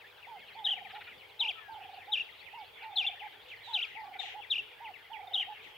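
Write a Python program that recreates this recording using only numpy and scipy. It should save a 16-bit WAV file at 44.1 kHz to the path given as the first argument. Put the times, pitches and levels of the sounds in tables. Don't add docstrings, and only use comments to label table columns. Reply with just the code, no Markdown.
import sys
import numpy as np
from scipy import signal
from scipy.fft import rfft, irfft, next_fast_len
from scipy.io import wavfile
from scipy.ndimage import uniform_filter1d

SR = 44100
rng = np.random.default_rng(int(sys.argv[2]) if len(sys.argv) > 2 else 0)


def wrap_up_sound(samples):
    columns = np.atleast_2d(samples).T
    tamed = np.clip(columns, -1, 1)
    steps = np.round(tamed * 32767).astype(np.int16)
    wavfile.write(sys.argv[1], SR, steps)


N = 254456

# frequency in Hz, relative density in dB.
AIR_SPECTRUM = [(20, -8), (60, -3), (100, 1), (150, -11), (220, -33), (330, -9), (1100, -5.5), (4500, -12),
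                (6000, -24), (8000, -27.5), (11000, -24), (15500, -19)]
CHORUS_SPECTRUM = [(1100, -11.5), (1500, -4), (2200, 2), (2800, -0.5), (3400, 1.5), (4000, -21),
                   (5000, -79), (7000, -63)]
FAR_DOVE_SPECTRUM = [(300, -49), (380, -7.5), (430, 3), (500, -18.5), (570, -3), (680, -5.5), (850, 2.5),
                     (1000, -6.5), (1200, -32.5)]

# start in seconds, top pitch in Hz, level in dB, left minus right in dB.
SLURS = [(0, 2960, -53.5, 7), (.222, 3110, -53.5, 11), (0.478, 3180, -51, 3), (.744, 3330, -49, 12.5),
         (.846, 2640, -52, 17), (1.089, 3280, -51, 4), (2.272, 2700, -55.5, 13), (2.394, 3160, -59.5, 20),
         (2.456, 2950, -57.5, -23), (2.805, 3220, -48.5, 1), (3.189, 3330, -47.5, 9),
         (3.496, 3445, -46, -2), (3.948, 2900, -50, 20), (3.986, 2600, -54.5, 19), (4.195, 2490, -46.5, 5),
         (4.221, 3170, -54, 21), (4.405, 3490, -52, 19), (4.683, 3076, -58, -2), (4.839, 3320, -48, 2),
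         (4.932, 3090, -54.5, 18), (5.122, 3550, -56, -26), (5.389, 3426, -41, 8.5),
         (5.638, 3040, -60.5, 24)]
# start in seconds, first pitch in Hz, level in dB.
TWITTERS = [(0.037, 1600, -55), (.46, 3460, -62), (.52, 3700, -60.5), (.66, 1616, -49.5), (1.91, 3400, -62),
            (2.32, 3250, -61.5), (2.386, 3650, -58.5), (2.642, 3690, -61.5), (3.325, 1500, -60),
            (3.577, 1680, -59)]
# start and length in seconds, first and last pitch in Hz, level in dB, left minus right in dB.
GLIDES = [(0.354, 0.11, 2060, 2270, -56, 0), (1.041, .012, 5030, 2150, -53, 0),
          (1.552, 0.053, 1338, 1296, -57, 16), (1.557, 0.18, 1900, 1526, -61, 23),
          (2.562, 0.09, 2176, 2320, -57, -7), (2.769, .14, 2280, 2384, -55, -4),
          (3.058, .09, 2250, 2430, -51, 1), (3.241, 0.052, 2293, 2040, -55, 12),
          (3.626, 0.11, 4130, 3300, -53, -14.5), (3.767, 0.12, 1500, 1257, -60, 7),
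          (4.032, 0.059, 1140, 1152, -58.5, 12), (4.189, 0.026, 3877, 3450, -40.5, 18.5),
          (5.27, 0.015, 3760, 3510, -50.5, 3)]

# time into the note in seconds, pitch in Hz, level in dB.
COO = [(0, 700, -58), (.007, 810, -46), (.02, 940, -47), (.035, 950, -46), (.06, 885, -45), (.09, 835, -44),
       (.108, 725, -47), (.12, 690, -60)]
ROLL = [(0, 700, -60), (.012, 790, -48), (.028, 905, -45), (.07, 865, -44), (.115, 800, -44),
        (.2, 790, -44.5), (.32, 780, -45), (.355, 770, -53), (.37, 760, -62)]
LAST_NOTE = [(0, 700, -58), (.016, 790, -43), (.03, 850, -43), (.047, 860, -46), (.066, 820, -42),
             (.078, 790, -57)]
# coo start, roll start, one roll beat and last note start in seconds, gain in dB.
DOVE_SONGS = [(.267, .544, .778, .926, -1), (1.398, 1.675, 1.897, 2.069, -1),
              (2.53, 2.814, 3.053, 3.204, -.3), (3.67, 3.947, 4.201, 4.336, .6),
              (4.801, 5.093, 5.319, 5.468, 0)]

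# top time in seconds, top pitch in Hz, bottom time in seconds,
# bottom pitch in Hz, bow exponent (under 1 plunges at once, over 1 holds and then drops).
SWING = [(.010, 3900, .019, 3230, 1.4), (.023, 3430, .040, 2830, .7), (.055, 3350, .063, 2700, 1.2),
         (.068, 3380, .106, 2760, .6)]
DIP = [(.008, 4050, .028, 2950, 1.1), (.032, 3200, .052, 2250, 1.15), (.062, 2930, .077, 2200, 2),
       (.102, 3450, .131, 2080, .5)]
STEP = [(.008, 3900, .052, 2300, .85), (.060, 3020, .077, 2280, 1), (.085, 3000, .109, 2570, .5)]
SLIDE = [(.008, 4300, .024, 3080, 1), (.028, 3650, .082, 2220, .75), (.092, 2780, .106, 2520, 2),
         (.112, 3560, .139, 2600, 2.2)]
# start in seconds, shape, length factor, pitch factor, gain in dB.
CHIRPS = [(.642, SWING, 1, 1, 0), (1.392, DIP, 1, 1, 0), (2.117, STEP, 1, 1, 0), (2.956, SLIDE, 1, 1, 0),
          (3.731, DIP, 1, 1, -.3), (4.499, STEP, 1.02, 1.005, -.5), (5.333, SWING, .98, .995, -.7)]
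# pitch in Hz, level in dB.
THROAT_RESONANCE = [(2150, -36.5), (2500, -32), (2750, -28.5), (3100, -25.5), (3450, -23), (3800, -26),
                    (4250, -30.5)]
# overtone frequency in Hz, level against the fundamental in dB.
CHIRP_OVERTONES = [(4400, -13), (5400, -34), (6500, -42), (7700, -62.5), (9000, -46), (10500, -42),
                   (12500, -40)]
# frequency in Hz, left minus right in dB.
CHIRP_BALANCE = [(2400, 5), (3000, 1), (3500, 2.5), (4000, 6), (6000, 0)]

# start and length in seconds, top pitch in Hz, level in dB.
RASPS = [(0.892, 0.035, 421, -49), (0.943, 0.04, 470, -47.5), (1.004, 0.028, 496.6, -47),
         (1.067, .032, 500, -48.5)]
# start and length in seconds, level in dB.
SCRATCHES = [(3.48, 0.094, -57.5), (3.64, .36, -54), (4.194, 0.17, -45), (5.625, 0.11, -55.5)]


def amp(db):
    return 10 ** (np.asarray(db) / 20)


def unit_rms(x):
    return x / np.sqrt(np.mean(x ** 2) + 1e-20)


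def lookup(points, hz):
    point_hz, value = np.transpose(points)
    return np.interp(np.log(hz + 1), np.log(point_hz + 1), value)


def colour(x, gain):
    size = x.shape[-1]
    return irfft(rfft(x) * gain(np.fft.rfftfreq(size, 1 / SR)), size)


def drift(size, cutoff_hz):
    noise = rng.standard_normal(next_fast_len(size + SR // 10))
    return unit_rms(colour(noise, lambda f: 1 / (1 + (f / cutoff_hz) ** 4)))[:size]


def pan(x, side_db):
    return x * amp([[side_db / 2], [-side_db / 2]])


def add(mix, start_s, sound):
    part = mix[:, max(round(start_s * SR), 0):][:, :sound.shape[-1]]
    part += sound[..., :part.shape[1]]


def scatter(x, t60_s, wet_db):
    t = np.arange(SR) / SR
    echoes = rng.standard_normal((2, SR)) * (rng.random((2, SR)) < .1)
    tail = echoes * amp(-60 * t / t60_s) * (1 - np.exp(-t / .006))
    tail /= np.linalg.norm(tail, axis=1, keepdims=True)
    return amp(wet_db) * signal.fftconvolve(x, tail, axes=1)[:, :N]


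def wash(spectrum, level_db, patch_db, swell_db, coherence, patch_frames, patch_bins):
    frames, hz = N // 256 + 5, np.fft.rfftfreq(1024, 1 / SR)
    left_re, left_im, own_re, own_im, patches = rng.standard_normal((5, frames, 513))
    patches = uniform_filter1d(patches, patch_frames, axis=0)
    patches = unit_rms(uniform_filter1d(patches, patch_bins, axis=1))
    swell = unit_rms(uniform_filter1d(rng.standard_normal(frames), size=40))[:, None]
    left = left_re + 1j * left_im
    right = coherence * left + np.sqrt(1 - coherence ** 2) * (own_re + 1j * own_im)
    spectra = np.array([left, right]) * amp(lookup(spectrum, hz) + patch_db * patches + swell_db * swell)
    _, noise = signal.istft(spectra.swapaxes(1, 2), nperseg=1024, noverlap=768)
    return amp(level_db) * unit_rms(noise[:, :N])


def background(hum_hz=99, hum_db=-80):
    air = wash(AIR_SPECTRUM, level_db=-62.5, patch_db=1, swell_db=.2,
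               coherence=.43, patch_frames=10, patch_bins=10)
    chorus = wash(CHORUS_SPECTRUM, level_db=-56, patch_db=5.5, swell_db=1,
                  coherence=.46, patch_frames=7, patch_bins=9)
    doves = wash(FAR_DOVE_SPECTRUM, level_db=-64.5, patch_db=1, swell_db=1,
                 coherence=.44, patch_frames=24, patch_bins=2)
    hum = unit_rms(colour(rng.standard_normal(N), lambda f: 1 / (1 + ((f - hum_hz) / 6) ** 2)))
    return pan(air, side_db=.4) + chorus + pan(doves, side_db=.5) + pan(amp(hum_db) * hum, side_db=2.5)


def dove_murmur(pitch_hz=476, wander_hz=34, level_db=-71, swell_db=2, blur_hz=16):
    carrier = np.exp(2j * np.pi * np.cumsum(pitch_hz + wander_hz * drift(N, 6.05)) / SR)
    blur_re, blur_im = colour(rng.standard_normal((2, 2, N)), lambda f: 1 / (1 + (f / blur_hz) ** 2))
    tone = unit_rms((carrier * (1 + unit_rms(blur_re) + 1j * unit_rms(blur_im))).real)
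    return pan(amp(level_db + swell_db * drift(N, 2.9)) * tone, side_db=7)


def whistle(hz, db, second_db, third_db, taper):
    phase = 2 * np.pi * np.cumsum(hz) / SR
    tone = np.sin(phase) + amp(second_db) * np.sin(2 * phase) + amp(third_db) * np.sin(3 * phase)
    return amp(db) * tone * signal.windows.tukey(len(hz), taper)


def glide(length_s, first_hz, last_hz, db):
    size = round(length_s * SR)
    hz = first_hz * (last_hz / first_hz) ** np.linspace(0, 1, size) * (1 + .012 * drift(size, 350))
    return whistle(hz, db + 2.4 * drift(size, 200), second_db=-35, third_db=-48, taper=.4)


def chatter(slur_end_hz=1755, slur_octaves_per_s=17.5, twitter_s=.041, flock_count=150, high_count=26):
    out = np.zeros((2, N))
    for start_s, top_hz, db, side_db in SLURS:
        length_s = np.log2(top_hz / slur_end_hz) / slur_octaves_per_s
        add(out, start_s, pan(glide(length_s, top_hz, slur_end_hz, db), side_db))
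    for start_s, first_hz, db in TWITTERS:
        add(out, start_s, pan(glide(twitter_s, first_hz, first_hz * 1.3, db), side_db=2.5))
    for start_s, length_s, first_hz, last_hz, db, side_db in GLIDES:
        add(out, start_s, pan(glide(length_s, first_hz, last_hz, db), side_db))
    for when, span, height, ending, loud, side in rng.random((flock_count, 6)):
        first_hz = 2600 + 1700 * height
        db = -61 + 7 * loud - 9 * height
        call = glide(.023 + .035 * span, first_hz, first_hz * (.5 + .32 * ending), db)
        add(out, when * N / SR, pan(call, side_db=4 + 14 * (side - .5)))
    for when, height, loud in rng.random((high_count, 3)):
        first_hz = 4300 + 1400 * height
        db = -65 + 6 * loud - 6 * height
        add(out, when * N / SR, glide(twitter_s, first_hz, first_hz * .66, db))
    return out + scatter(out, t60_s=.06, wet_db=-11) + scatter(out, t60_s=.45, wet_db=-11)


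def note_contour(shape, smooth_samples=90):
    times_s, *columns = np.transpose(shape)
    t = np.arange(0, times_s[-1], 1 / SR)
    hz, db = (uniform_filter1d(np.interp(t, times_s, column), smooth_samples) for column in columns)
    return t, hz, db


def dove(roll_from_s=.068, roll_full_s=.21, beat_hz=24.2, slowing_hz_per_s=18, gap_db=-20, trim_db=.2):
    out = np.zeros((2, N))
    for coo_s, roll_s, beat_s, last_s, gain_db in DOVE_SONGS:
        for start_s, shape in ((coo_s, COO), (roll_s, ROLL), (last_s, LAST_NOTE)):
            t, hz, db = note_contour(shape)
            if shape is ROLL:
                since_s = start_s + t - beat_s
                beat_rad = 2 * np.pi * since_s * (beat_hz - slowing_hz_per_s * since_s / 2)
                depth = np.clip((t - roll_from_s) / (roll_full_s - roll_from_s), 0, 1)
                hz = hz * (1 - .1 * np.sqrt(depth) * (np.sin(beat_rad) - np.sin(2 * beat_rad) / 4))
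                db = db + depth * (gap_db * np.sin(beat_rad / 2) ** 2 + 1.5)
            hz = hz * (1 + .017 * drift(len(t), 140))
            db = db + trim_db + gain_db + 1.7 * drift(len(t), 130)
            add(out, start_s, whistle(hz, db, second_db=-36, third_db=-44, taper=.05))
    tail = scatter(out, t60_s=.1, wet_db=-14) + scatter(out, t60_s=.7, wet_db=-16)
    return pan(out, side_db=-4.5) + tail


def low_tone(start_s=.3, length_s=.66, pitch_hz=200, mid_db=-76, rise_db=12):
    progress = np.linspace(0, 1, round(length_s * SR))
    envelope = amp(mid_db + rise_db * (progress - .5)) * signal.windows.tukey(len(progress), .2)
    out = np.zeros((2, N))
    add(out, start_s, envelope * np.sin(2 * np.pi * pitch_hz * length_s * progress))
    return out


def chirp_contour(shape, turn_db=-6, turn_s=.003, fade_db_per_s=-39, smooth_samples=90):
    t = np.arange(0, shape[-1][2], 1 / SR)
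    hz, dip_db = 0, 0
    from_s, from_hz = 0, .89 * shape[0][1]
    for top_s, top_hz, low_s, low_hz, bow in shape:
        fall = np.clip((t - top_s) / (low_s - top_s), 0, 1) ** bow
        swoop_hz = np.interp(t, [from_s, top_s], [from_hz, top_hz]) + (low_hz - top_hz) * fall
        hz = np.where(t >= from_s, swoop_hz, hz)
        dip_db = dip_db + turn_db * np.exp(-((t - low_s) / turn_s) ** 2)
        from_s, from_hz = low_s, low_hz
    hz = uniform_filter1d(hz, smooth_samples)
    return t, hz, lookup(THROAT_RESONANCE, hz) + dip_db + fade_db_per_s * t


def near_bird(attack_s=.013, release_s=.0072, flutter_db=1.45, fizz_db=-46, trim_db=.47,
              ground_echo_s=.0029, ground_echo_db=-12, lead_rad=.24):
    out = np.zeros((2, N))
    for start_s, shape, stretch, pitch, gain_db in CHIRPS:
        t, hz, db = chirp_contour(np.multiply(shape, [stretch, pitch, stretch, pitch, 1]))
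        size = len(t)
        db = db + trim_db + gain_db + flutter_db * drift(size, 220)
        hz = hz * (1 + .008 * drift(size, 380))
        phase = 2 * np.pi * np.cumsum(hz) / SR
        overtones = sum(amp(lookup(CHIRP_OVERTONES, k * hz)) * np.sin(k * phase + 1.5 * drift(size, 550))
                        for k in (2, 3))
        fizz = amp(fizz_db + .75 * db + 1.5 * drift(size, 300)) * rng.standard_normal((2, size))
        gate = np.minimum(t / attack_s, 1) * np.minimum((t[-1] - t) / release_s, 1)
        chirp = (amp(db) * (np.sin(phase) + overtones) + fizz) * gate
        add(out, start_s, chirp)
        add(out, start_s + ground_echo_s, amp(ground_echo_db) * chirp)
    sides = np.array([[.5], [-.5]])
    out = colour(out, lambda f: amp(lookup(CHIRP_BALANCE, f) * sides) * np.exp(1j * lead_rad * sides))
    return out + scatter(out, t60_s=.07, wet_db=-17) + scatter(out, t60_s=.53, wet_db=-15)


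def rasp(length_s, top_hz, db, arch=.202, formant_hz=2000, squeak_db=-7.5):
    arc = np.sin(np.linspace(0, np.pi, round(length_s * SR)))
    hz = top_hz * (1 + arch * (arc - 1) + .051 * drift(len(arc), 400))
    phase = 2 * np.pi * np.cumsum(hz) / SR
    buzz = sum(np.cos(k * phase) / (1 + (np.log(k * top_hz / formant_hz) / .5) ** 4) for k in range(2, 9))
    squeak = glide(length_s, first_hz=4550, last_hz=1930, db=db + squeak_db)
    return amp(db) * unit_rms(buzz) * arc + squeak


def scratch(length_s, db, first_hz=3400, width_hz=850, octave_db=-19, clean=.22):
    size = round(length_s * SR)
    progress = np.linspace(0, 1, size)
    phase = 2 * np.pi * np.cumsum(first_hz * (1 - .3 * progress)) / SR
    octave = amp(octave_db - 3.2 * progress) * np.sin(2 * phase)
    hoarse = np.array([(clean + drift(size, width_hz)) * np.sin(phase)
                       + (clean + drift(size, 2 * width_hz)) * octave for _ in range(2)])
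    gate = np.minimum(progress * 25, 1) * np.minimum((1 - progress) * 5, 1)
    return amp(db - 2.1 * progress) * unit_rms(hoarse) * gate


def harsh_calls():
    out = np.zeros((2, N))
    for start_s, length_s, top_hz, db in RASPS:
        add(out, start_s, rasp(length_s, top_hz, db))
    for start_s, length_s, db in SCRATCHES:
        add(out, start_s, scratch(length_s, db))
    return pan(out, side_db=2.5) + scatter(out, t60_s=.3, wet_db=-10)


def scene():
    return near_bird() + dove() + chatter() + harsh_calls() + dove_murmur() + low_tone() + background()


def record(dry, bend=.18, low_cut_hz=45, high_cut_hz=15850):
    bent = colour(dry + bend * dry ** 2, lambda f: f ** 2 / (f ** 2 + low_cut_hz ** 2))
    lowpass = signal.firwin(511, high_cut_hz, window=("kaiser", 9), fs=SR)
    return signal.oaconvolve(bent, lowpass[None], "same")


dry = scene()
out = record(dry)
wrap_up_sound(out)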